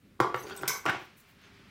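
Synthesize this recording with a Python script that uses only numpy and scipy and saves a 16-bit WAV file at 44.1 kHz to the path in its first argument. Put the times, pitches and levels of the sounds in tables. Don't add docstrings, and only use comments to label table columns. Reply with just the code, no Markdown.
import sys
import numpy as np
from scipy import signal
from scipy.fft import rfft, irfft
from scipy.io import wavfile

SR = 44100
rng = np.random.default_rng(int(sys.argv[2]) if len(sys.argv) > 2 else 0)


def magnitude_from_level(level_db):
    exponent = np.asarray(level_db, float) / 20
    return 10 ** exponent


def output_pcm(signal):
    pcm = np.clip(np.atleast_2d(signal).T, -1, 1) * 32767
    wavfile.write(sys.argv[1], SR, np.round(pcm).astype(np.int16))


N = 74970
TIME_S = np.arange(N) / SR

# start_s, peak_db, edge_db, weight_db (deep part), upper_db (upper modes)
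KNOCKS = [(0.038, -85, -44, -17, -5), (0.1931, -47, -66.5, 9, -12), (0.2015, -9, -23.5, 7.5, 0.5),
          (0.2052, -18, -36, 3, 0.5), (0.2457, -17.5, -49, -1, -10), (0.261, -27.5, -47, -2.5, -15),
          (0.269, -31, -44, 12, -2), (0.293, -34, -50, -3, -5), (0.3, -30.5, -44, 9, -7),
          (0.324, -46, -42, 17.5, 8), (0.3429, -21, -27, 4.5, -4), (0.356, -31, -24, -26, -8),
          (0.508, -40, -30, -3, -6), (0.523, -50, -12, -13, 9), (0.6336, -26, -44, 4.5, 7),
          (0.8546, -26, -15.5, 8, -7.5), (0.8636, -23.5, -25, -0.5, 6), (0.896, -24.5, -13.5, -7, 11),
          (1.014, -46, -20, 1, 7)]
# pitch_hz, level_db, t60_s
KNOCK_MODES = [(358.5, -2.5, 0.08), (496.5, -6, 0.043), (808, 7, 0.012), (1159, 6, 0.046),
               (1440, 4.5, 0.018), (2095, -2.5, 0.012), (3300, -10.5, 0.0073), (5370, -7, 0.0051)]
# pitch_hz, level_db, t60_s
COUNTER_MODES = [(700, -6, .15), (845, -4, .15), (930, -4, .15), (1045, -2, .18), (1180, -2, .18),
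                 (1400, -2, .12)]
# start_s, peak_db
THUMPS = [
    (0.2021, -27),
    (0.229, -41),
    (0.346, -39),
    (0.637, -42),
    (.68, -41.5),
    (0.722, -55),
    (0.855, -39),
    (0.888, -48),
]

# start_s, peak_db
BLADE_STRIKES = [
    (0.6776, -40.5),
    (0.6796, -41),
    (0.683, -41),
]
# pitch_hz, level_db, t60_s
BLADE_MODES = [(3914, -8, 0.3), (4750, -13, .4), (5303, 0, 0.45), (5900, -3, 0.25), (6142, -6, 0.5),
               (7526, -9, 0.25), (8050, -14, .8), (9970, -7, 0.4), (10340, -10, 0.34), (11410, -3, 0.2),
               (12690, -8, .5), (13310, -3, 0.27), (13900, -9, 0.5), (14630, -10, 0.35)]
# pitch_hz, level_db
BLADE_COLOUR = [(800, 14), (1100, 3), (2200, 6.5), (4300, -23.5), (6300, 10), (9000, -16.5), (13300, 9),
                (16000, -6)]

# start_s, blade_db, drag_db
SLIDE = [
    (.345, -70, -25),
    (.365, -68, -69),
    (.42, -59.5, -63),
    (.437, -59, -46.5),
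    (.5, -57.5, -41.5),
    (.525, -75, -44),
    (.555, -59, -49.5),
    (.62, -66.5, -47),
    (.672, -87, -45.5),
]
# pitch_hz, width_hz, level_db
SLIDE_MODES = [(382, 60, 4), (800, 80, -8), (1020, 60, -6), (1450, 60, -6), (5870, 200, -25),
               (6700, 200, -26), (8300, 200, -25), (9400, 150, -27), (10200, 200, -26), (12600, 250, -26),
               (13400, 250, -25), (14500, 200, -26), (15600, 200, -25)]
# pitch_hz, level_db
GRIT_COLOUR = [(120, -42.5), (200, -14.5), (387, -25), (635, 3), (1450, 14), (1740, 10), (16000, -14)]
# start_s, length_s, pitch_hz, level_db
CATCHES = [(0.354, 0.095, 4050, -66.5), (0.367, 0.055, 6050, -59), (0.38, 0.072, 11440, -61),
           (0.363, .06, 13700, -60), (0.396, 0.02, 8000, -64), (0.427, 0.019, 6280, -51.5),
           (0.446, 0.049, 6370, -67), (0.45, 0.053, 4630, -59.5), (0.501, 0.041, 1458, -46.5),
           (0.505, 0.035, 3300, -49), (0.507, 0.03, 4620, -52), (0.576, 0.025, 3520, -54),
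           (0.61, 0.01, 2390, -50), (0.878, 0.034, 1463, -25), (1.425, 0.051, 6320, -72)]
# start_s, peak_db, hiss_db
TICKS = [
    (.361, -58, -60),
    (.4311, -67, -59),
    (0.5641, -48, -42),
    (0.575, -54.5, -48),
    (0.59, -71, -55),
    (0.6124, -53, -55),
    (0.6196, -66, -44.5),
    (0.625, -65, -57),
]
# pitch_hz, level_db, t60_s
TIP_MODES = [(5100, -8, .02), (6650, -2, .025), (8100, 0, .025), (9950, -5, .05), (10700, -4, .02),
             (13200, -3, .035), (14800, -2, .02), (15600, -6, .025)]

# start_s, level_db
CHATTER = [
    (.677, -38),
    (.69, -33),
    (.71, -37.5),
    (.73, -43.5),
    (.752, -39),
    (.79, -52),
    (.815, -76),
    (.85, -49.5),
]
# pitch_hz, level_db, t60_s
HANDLE_MODES = [(441, -8, .03), (850, -8, .03), (1020, -1, .035), (1100, -3, .03), (1340, -8, .03),
                (1534, -3, .05), (2060, -7, .04), (2200, -6, .03)]

# start_s, level_db
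ROCKING = [(.862, -20), (.878, -30.5), (.887, -25.5), (.9, -25), (.914, -43), (.94, -32.5), (.97, -42),
           (1.0, -46), (1.025, -42), (1.04, -66), (1.06, -61)]
# pitch_hz, level_db, t60_s
PRESS_MODES = [(125, -22, 1.2), (365, -11, .6), (800, -11, .25), (960, -9, .2), (1168, -8, .25),
               (1436, -8, .12), (1620, -10, .15), (1900, -12, .15), (2200, -14, .15)]

# start_s, length_s, level_db
BRUSHES = [
    (0.987, 0.068, -67),
    (1.16, 0.051, -60),
    (1.267, 0.049, -67.5),
    (1.41, 0.0046, -67),
]
# pitch_hz, level_db
BRUSH_COLOUR = [(2350, -37), (4000, 2.5), (5040, -27), (5380, -3.5), (11700, 1.5), (16000, 6)]

# pitch_hz, t60_s
KITCHEN_DECAY = [(100, 0.16), (300, 0.34), (1000, 0.31), (4000, 0.33), (12000, 0.36)]
# pitch_hz, level_db
WALL_COLOUR = [(120, -23), (240, -8), (370, -0.5), (1200, 2), (5000, 6), (16000, -6.5)]

# start_s, hush_db, rumble_db
AIR = [(0, -73.5, -70.5), (.05, -71, -57), (.18, -72.5, -61), (.3, -62.5, -56.5), (1.1, -61, -63),
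       (1.21, -65, -64), (1.29, -62, -67.5), (1.35, -64.5, -60), (1.45, -57.5, -64), (1.52, -61, -58.5),
       (1.7, -60.5, -58)]
# pitch_hz, level_db
HUSH_COLOUR = [(240, -43.5), (400, 7), (432, -8), (708, -4), (979, -4), (1070, -1), (2220, 0), (4950, -10),
               (16000, -40.5)]
# pitch_hz, level_db
RUMBLE_COLOUR = [(15, -28.5), (25, 2), (70, -4.5), (107, -1), (253, -3.5), (448, -15.5), (600, -19),
                 (780, -32.5), (1320, -120)]


def rms_one(x):
    return x / np.sqrt(np.mean(x ** 2) + 1e-20)


def low_pass(x, hz, order=2):
    return signal.sosfilt(signal.butter(order, hz, fs=SR, output="sos"), x)


def high_pass(x, hz, order=2):
    return signal.sosfilt(signal.butter(order, hz, "high", fs=SR, output="sos"), x)


def in_time(rows, outside=None):
    s, *columns = np.transpose(rows)
    return [np.interp(TIME_S, s, column, outside, outside) for column in columns]


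def swell(start_s, length_s, edge_s):
    to_edge_s = np.minimum(TIME_S - start_s, start_s + length_s - TIME_S)
    return np.clip(to_edge_s / edge_s, 0, 1)


def at_hz(points, hz):
    table_hz, values = np.transpose(points)
    return np.interp(np.log(hz), np.log(table_hz), values)


def colour(x, spectrum):
    hz = np.maximum(np.arange(N // 2 + 1) * SR / N, 1)
    return rms_one(irfft(rfft(x) * magnitude_from_level(at_hz(spectrum, hz)), N))


def drift(rate_hz):
    r = np.exp(-2 * np.pi * rate_hz / SR)
    noise = rng.standard_normal(N + SR)
    return rms_one(signal.lfilter([1], [1, -2 * r, r * r], noise)[SR:])


def clicks_at(s, db):
    clicks = np.zeros(N)
    clicks[(s * SR).astype(int)] = magnitude_from_level(db)
    return clicks


def grains(per_s, size_db):
    happens = rng.random(N) < per_s / SR
    size = magnitude_from_level(size_db * np.minimum(rng.exponential(1, N), 4))
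    return happens * size * rng.choice([-1, 1], N)


def ring(clicks, hz, t60_s):
    r = magnitude_from_level(-60 / (max(t60_s, .002) * SR))
    w = 2 * np.pi * hz / SR
    return signal.lfilter([0, np.sin(w)], [1, -2 * r * np.cos(w), r * r], clicks + 1e-18)


def strike(s, db, modes, spread_db):
    out = np.zeros(N)
    luck = rng.standard_normal((len(s), len(modes), 2))[..., 0]
    for k, (hz, level_db, t60_s) in enumerate(modes):
        clicks = clicks_at(s, db + level_db + spread_db * luck[:, k]) * (-1) ** k
        out += ring(clicks, hz, min(t60_s, .6))
    return out


def puff(s, db, t60_s, low_hz):
    shape = signal.lfilter([1], [1, -magnitude_from_level(-60 / (t60_s * SR))], clicks_at(s, db))
    return high_pass(shape * rng.standard_normal(N), low_hz)


def knocks():
    s, db, edge_db, weight_db, upper_db = np.transpose(KNOCKS)
    body_db = db - 7.5
    short = [(hz, level_db, min(t60_s, .03)) for hz, level_db, t60_s in KNOCK_MODES]
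    middle = strike(s, body_db, short[2:4], 2.5)
    upper = strike(s, body_db + upper_db, short[4:], 2.5)
    deep = strike(s, body_db + weight_db, KNOCK_MODES[:2], 2)
    edge = puff(s, db + edge_db + 8.5, t60_s=.045, low_hz=730)
    edge = signal.lfilter([.3], [1, -.72], edge)
    counter = strike(s, db - 21, COUNTER_MODES, 1)
    return low_pass(middle + upper + deep + counter, 4020) + edge


def thumps():
    s, db = np.transpose(THUMPS)
    return low_pass(strike(s, db, [(128.5, 0, .19)], 0), 300)


def damping():
    damped_s, db_per_s = .782, 251
    return magnitude_from_level(-db_per_s * np.maximum(TIME_S - damped_s, 0))


def blade():
    s, db = np.transpose(BLADE_STRIKES)
    pitches = np.linspace(44, 125.5, 190) ** 2
    luck = np.clip(rng.standard_normal((190, 3)), -1.5, 1.5)
    crowd = []
    for hz, (detune, louder, longer) in zip(pitches, luck):
        level_db = at_hz(BLADE_COLOUR, hz) - 17 + 3.86 * louder
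        crowd.append((hz * (1 + .0041 * detune), level_db, .12 * np.exp(.22 * longer)))
    ringing = strike(s, db, crowd, 6) * damping()
    return ringing + puff(s[:2], db[:2] + 16.5, t60_s=.031, low_hz=1660)


def blade_ring():
    s = np.array(BLADE_STRIKES)[1:2, 0]
    twin_hz, twin_db = 27, -14
    out = 0
    for hz, level_db, t60_s in BLADE_MODES:
        pair = [(hz, level_db, t60_s), (hz + twin_hz, level_db + twin_db, t60_s)]
        out = out + magnitude_from_level(1.5 * drift(30)) * strike(s, -36, pair, 0)
    return damping() * out


def slide():
    blade_db, drag_db = in_time(SLIDE, outside=-140)
    grit_per_s, split_hz = 5200, 3260
    blade_tones, drag_tones = 0, 0
    for hz, width_hz, db in SLIDE_MODES:
        level = magnitude_from_level(db + 5 * drift(15.8))
        tone = level * rms_one(ring(grains(grit_per_s, 6.3), hz, 2.33 / width_hz))
        if hz < split_hz:
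            drag_tones = drag_tones + tone
        else:
            blade_tones = blade_tones + tone
    grit = colour(grains(grit_per_s * 4, 4.2), GRIT_COLOUR) * magnitude_from_level(7 * drift(46))
    bright = magnitude_from_level(1) * rms_one(high_pass(grit, split_hz, 4)) + rms_one(blade_tones)
    dull = magnitude_from_level(-4) * rms_one(low_pass(grit, split_hz, 4)) + rms_one(drag_tones)
    return magnitude_from_level(blade_db) * bright + magnitude_from_level(drag_db) * dull


def catches():
    out = 0
    for s, length_s, hz, db in CATCHES:
        tone = rms_one(ring(grains(5000, 3), hz, .025))
        out = out + magnitude_from_level(db) * swell(s, length_s, .27 * length_s) * tone
    return out


def ticks():
    s, db, hiss_db = np.transpose(TICKS)
    return strike(s, db, TIP_MODES, 8.5) + puff(s, hiss_db, t60_s=.038, low_hz=5000)


def chatter():
    level_db, = in_time(CHATTER, outside=-140)
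    tones = sum(magnitude_from_level(db) * rms_one(ring(grains(900, 8.1), hz, t60_s)) for hz, db, t60_s in HANDLE_MODES)
    return magnitude_from_level(level_db) * rms_one(tones)


def rocking():
    level_db, = in_time(ROCKING, outside=-140)
    clicks = grains(1200, 2.5)
    tones = 0
    for hz, db, t60_s in PRESS_MODES:
        uneven = clicks * magnitude_from_level(3 * rng.standard_normal(N))
        tones = tones + magnitude_from_level(db) * ring(uneven, hz, .11 * t60_s)
    edge = rms_one(ring(clicks, 2360, .001) + .15 * ring(clicks, 5300, .0014))
    return magnitude_from_level(level_db - 5.5) * low_pass(rms_one(tones) + magnitude_from_level(-6) * edge, 5830)


def brushes():
    edge_s = .014
    shape = sum(magnitude_from_level(db) * swell(s, length_s + edge_s, edge_s) for s, length_s, db in BRUSHES)
    return shape * magnitude_from_level(1.8 * drift(55)) * colour(rng.standard_normal(N), BRUSH_COLOUR)


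def kitchen(x):
    t = np.arange(SR // 2) / SR
    edges = 60 * 2 ** np.arange(0, 8.2, 1 / 3)
    tail = 0
    for low, high in zip(edges, edges[1:]):
        third = signal.butter(2, [low, high], "band", fs=SR, output="sos")
        band = signal.sosfilt(third, rng.standard_normal(len(t)))
        level_db = at_hz(WALL_COLOUR, np.sqrt(low * high))
        tail = tail + band * magnitude_from_level(level_db - 60 * t / at_hz(KITCHEN_DECAY, low))
    tail = tail * (t > .0051)
    return signal.fftconvolve(x, tail / np.sqrt(np.sum(tail ** 2)))[:N]


def air():
    hush_db, rumble_db = in_time(AIR)
    hush = magnitude_from_level(hush_db + .9 * drift(4.1)) * colour(rng.standard_normal(N), HUSH_COLOUR)
    rumble = magnitude_from_level(rumble_db + .83 * drift(22)) * colour(rng.standard_normal(N), RUMBLE_COLOUR)
    return hush + rumble


def scene():
    near = knocks() + blade() + slide() + rocking() + brushes() + chatter() + thumps() + ticks()
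    clear = blade_ring() + catches()
    room = magnitude_from_level(-5.5) * kitchen(near + magnitude_from_level(-12) * clear)
    dip = signal.iirnotch(250, 5, fs=SR)
    heard = high_pass(signal.lfilter(*dip, near + clear + room), 100, 4)
    floor = high_pass(air(), 45, 4)
    mic_hiss = magnitude_from_level(-75.5) * rng.standard_normal(N)
    return (heard + floor + mic_hiss)[None]


def top_cut(x):
    return signal.sosfilt(signal.butter(12, 16720, fs=SR, output="sos"), x)


def record(dry):
    top = .8
    rounded = top * np.tanh(dry / top)
    mix = signal.sosfilt(signal.cheby2(16, 32, 16050, fs=SR, output="sos"), rounded)
    return top_cut(mix)


dry = scene()
out = record(dry)
output_pcm(out)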